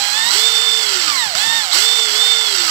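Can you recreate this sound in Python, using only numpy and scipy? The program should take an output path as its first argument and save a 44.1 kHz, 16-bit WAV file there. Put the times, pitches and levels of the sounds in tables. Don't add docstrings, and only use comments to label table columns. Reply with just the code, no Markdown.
import sys
import numpy as np
from scipy import signal
from scipy.fft import rfft, irfft, next_fast_len
from scipy.io import wavfile
from scipy.ndimage import uniform_filter1d

SR = 44100
rng = np.random.default_rng(int(sys.argv[2]) if len(sys.argv) > 2 else 0)


def inscribe(sig):
    pcm = np.round(np.clip(np.atleast_2d(sig).T, -1, 1) * 32767)
    wavfile.write(sys.argv[1], SR, pcm.astype(np.int16))


N = 119070
TIME = np.arange(N) / SR


def from_db(db):
    return 10 ** (np.asarray(db) / 20)


def rms_one(x):
    return x / np.sqrt(np.mean(x ** 2) + 1e-20)


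def in_time(rows):
    return np.interp(TIME, *np.transpose(rows))


def at_hz(points, hz):
    point_hz, db = np.transpose(points)
    return np.interp(np.log(np.maximum(hz, 1)), np.log(point_hz), db)


def drift(cutoff_hz):
    lowpass = signal.butter(2, cutoff_hz, fs=SR, output="sos")
    wander = signal.sosfilt(lowpass, rng.standard_normal(N + SR))
    return rms_one(wander[SR:])


def colour(x, points, keep_power=True):
    size = 2 * next_fast_len(N)
    gain = from_db(at_hz(points, np.arange(size // 2 + 1) * SR / size))
    if keep_power:
        gain = rms_one(gain)
    cepstrum = irfft(np.log(gain))[:size // 2]
    cepstrum[1:] *= 2
    response = np.exp(rfft(cepstrum, size))
    return irfft(rfft(x, size) * response)[..., :N]


def clicks(per_s, spread_db):
    sizes = from_db(spread_db * np.minimum(rng.exponential(1, N), 4))
    happens = rng.random(N) < per_s / SR
    return happens * sizes * rng.choice([-1, 1], N)


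def ring(x, hz, t60):
    radius = np.exp(-np.log(1000) / (t60 * SR))
    angle = 2 * np.pi * hz / SR
    feedback = [1, -2 * radius * np.cos(angle), radius * radius]
    return signal.lfilter([0, np.sin(angle)], feedback, x + 1e-18)


def motor(speed, turns):
    # (multiple of turn rate, relative level at each of the four tone speeds [dB] x 4,
    # gain while speeding up and loss while slowing, at most [dB])
    tones = [(1,-20,-4.5,8.5,0,2),(4,2,2.5,3,-17,1),(5,-24,-14.5,-14,-9.5,-4),(7,-29,-14,-12,-14,-1),(8,-15.5,4.5,-1.5,7.5,0.5),(10,-15,-26.5,-6.5,-7.5,-3),(12,-26,2.5,-7,5,2.5),(16,-14,1.5,2,-9,2.5),(20,-12,-3.5,-12,-8,3),(24,-22,0,-6,-12,-8),(32,-10,1,-2,-10,7.5)]
    # crawl, half, three-quarter, full [turns/s]
    tone_speeds = [158, 198.7, 356, 444]
    # (frequency [Hz], level [dB])
    housing = [(150,-69),(230,-44.5),(330,-41),(440,-31.5),(700,-25.5),(830,-29),(960,-24.5),(1220,-17.5),(1420,-37),(1600,-33.5),(1800,-20),(2100,-20.5),(2450,-29.5),(2950,-30),(3270,-24.5),(3570,-16.5),(3850,-17.5),(4150,-12.5),(4550,-36),(6000,-38),(11000,-42)]
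    torque_hz_per_s = 460
    surge_db, surge_hz_per_s = 7, 3200
    surge_above_hz = 3660
    waver_db, waver_hz = 1.83, 15

    acceleration = uniform_filter1d(np.gradient(speed) * SR, size=900)
    torque = np.tanh(acceleration / torque_hz_per_s)
    surge = surge_db * np.clip(acceleration / surge_hz_per_s, 0, 1)
    out = np.zeros(N)
    for multiple, *levels_db, torque_db in tones:
        tone_hz = multiple * speed
        db = np.interp(speed, tone_speeds, levels_db) + at_hz(housing, tone_hz)
        db = db + torque_db * torque
        db = db + surge * np.tanh(2 * np.log2(tone_hz / surge_above_hz))
        db = db + waver_db * drift(waver_hz)
        phase_turns = multiple * turns + rng.random()
        out += from_db(db) * np.sin(2 * np.pi * phase_turns)
    return out


def gears(speed, turns):
    effort = in_time([(0,-23.5),(.24,-23.5),(.26,-22),(.3,-23),(.325,-20),(.395,-18),(.42,-21.5),(.71,-25),(.95,-23.5),(1.16,-23.5),(1.25,-25.5),(1.345,-29.5),(1.353,-21.5),(1.44,-22.5),(1.58,-23),(1.64,-26),(1.71,-26.5),(1.74,-17),(1.83,-18.5),(1.87,-21.5),(2.07,-24.5),(2.16,-21.5),(2.41,-24.5),(2.7,-22)])
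    rubbing_db, knocking_db = 7, 1
    knocks_per_turn, knock_spread_db = 9, 3.0
    mesh_ratio, mesh_depth = .872, 0.25
    grind_db, grind_hz = 0.54, 59
    body_hz, body_follows = 2220, 0.56

    rubbing = from_db(rubbing_db) * rng.standard_normal(N)
    knocks = rms_one(clicks(knocks_per_turn * speed, knock_spread_db))
    force = rubbing + from_db(knocking_db) * knocks
    throb = 1 + mesh_depth * np.sin(2 * np.pi * mesh_ratio * turns)
    force = force * throb * from_db(grind_db * drift(grind_hz))

    low = signal.sosfilt(signal.butter(1, body_hz, fs=SR, output="sos"), force)
    low_effort = effort.mean() + body_follows * (effort - effort.mean())
    return (force - low) * from_db(effort) + low * from_db(low_effort)


def bit(speed):
    # (time [s], level before snap_db [dB])
    snaps = [(0.3077, -3), (0.795, -13), (0.9366, -8), (0.9433, -7), (0.954, -11), (0.9994, -20),
             (1.0222, -11), (1.0328, -21), (1.0787, -10), (1.1003, -4.5), (1.3514, -4.5), (2.092, -12),
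             (2.596, -21), (2.664, -12)]
    # (frequency [Hz], relative level [dB], 60 dB decay time [s])
    snap_modes = [(1390,-13,0.023),(2870,-3,0.0033),(4510,-4.5,0.013),(4930,-2.5,0.0037),(5840,-10,0.01),(7500,-12,0.015)]
    snap_db, chip_db = 6.5, -3.5
    chips_per_s, chip_speed, chip_speed_width = 260, 358, 60

    chip_rate = chips_per_s * np.exp(-((speed - chip_speed) / chip_speed_width) ** 2)
    hits = from_db(chip_db) * clicks(chip_rate, spread_db=-1.0)
    for s, db in snaps:
        hits[int(s * SR)] += from_db(db + snap_db)

    out = np.zeros(N)
    for k, (hz, db, t60) in enumerate(snap_modes):
        uneven_hits = hits * rng.uniform(0.47, 1, N)
        out += (-1) ** k * from_db(db) * ring(uneven_hits, hz, t60)
    return out


def room(x):
    decay_s = 0.021
    tail = rng.standard_normal(SR // 2) * np.exp(-TIME[:SR // 2] / decay_s)
    return signal.fftconvolve(x, tail / np.linalg.norm(tail))[:N]


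def handling():
    # (time [s], level before the side gains [dB])
    bumps = [(0.01,-42),(0.253,-45),(1.095,-46),(1.262,-46),(1.352,-42),(1.464,-38)]
    # (frequency [Hz], relative level per Hz [dB])
    rumble_colour = [(20,-19),(60,0.5),(110,4.5),(200,-0.5),(400,-7),(1500,-43)]
    bump_decay_s, steady_db = 0.018, -57.5
    side_gains = from_db([[6.5], [0.5]])

    level = np.full(N, from_db(steady_db))
    for s, db in bumps:
        level += from_db(db) * (TIME >= s) * np.exp(-np.abs(TIME - s) / bump_decay_s)
    return level * side_gains * colour(rng.standard_normal((2, N)), rumble_colour)


def scene():
    # (time [s], turn rate [turns/s])
    speed_curve = [(0.0, 201.0), (0.05, 204.8), (0.12, 203.9), (0.18, 221.9), (0.24, 227.5), (0.31, 246.2),
                   (0.32, 274.6), (0.34, 354.1), (0.35, 389.4), (0.38, 427.8), (0.46, 447.6), (0.8, 441.6),
                   (0.91, 401.0), (1.01, 351.1), (1.11, 294.7), (1.19, 250.6), (1.24, 223.8), (1.35, 157.0),
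                   (1.37, 182.9), (1.39, 203.9), (1.44, 222.5), (1.56, 229.4), (1.59, 225.2), (1.62, 214.0),
                   (1.71, 171.0), (1.71, 187.7), (1.74, 289.7), (1.74, 315.6), (1.77, 376.7), (1.8, 397.2),
                   (1.81, 427.4), (1.87, 445.1), (1.97, 446.4), (2.05, 439.0), (2.13, 410.2), (2.23, 450.3),
                   (2.41, 442.3), (2.5, 415.0), (2.62, 350.9), (2.7, 309.4)]
    # (frequency [Hz], relative level per Hz [dB])
    rattle_colour = [(100,-40),(280,-25.5),(450,-13),(580,-14),(790,-6.5),(1100,-5.5),(1360,-1.5),(1650,-5),(2100,-1.5),(2450,-7.5),(2950,-0.5),(3700,-3),(4300,4),(5000,0),(5900,-2.5),(6750,-11),(7300,-1),(7700,1.5),(8400,-9),(9400,-19),(12500,-17),(14300,-18.5),(15200,-19)]
    # (frequency [Hz], gain [dB])
    shade = [(100,-10),(270,-5.5),(450,-9),(740,-11.5),(1220,-15),(2000,-18.5),(3000,-22.5),(3600,-32),(4300,-37.5),(4900,-23),(7700,-23),(9300,-23),(15000,-32.5)]
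    speed_jitter, left_lag_s = .0012, 0.00015
    room_db = -10.5
    scatter_db, scatter_hz = 4, 3000

    speed = uniform_filter1d(in_time(speed_curve), size=400) * (1 + speed_jitter * drift(32))
    turns = np.cumsum(speed) / SR
    rattle = colour(gears(speed, turns), rattle_colour) + bit(speed)
    drill = motor(speed, turns) + rattle
    right = drill + from_db(room_db) * room(rattle)

    highpass = signal.butter(1, scatter_hz, "high", fs=SR, output="sos")
    scattered = signal.sosfilt(highpass, colour(gears(speed, turns), rattle_colour))
    delayed = np.interp(TIME - left_lag_s, TIME, drill)
    left = colour(delayed + from_db(scatter_db) * scattered, shade, keep_power=False)
    return np.array([left, right]) + handling()


def record(dry):
    lowpass = signal.ellip(12, .1, 80, 15600, fs=SR, output="sos")
    return signal.sosfilt(lowpass, np.clip(dry, -1, 1))


dry = scene()
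out = record(dry)
inscribe(out)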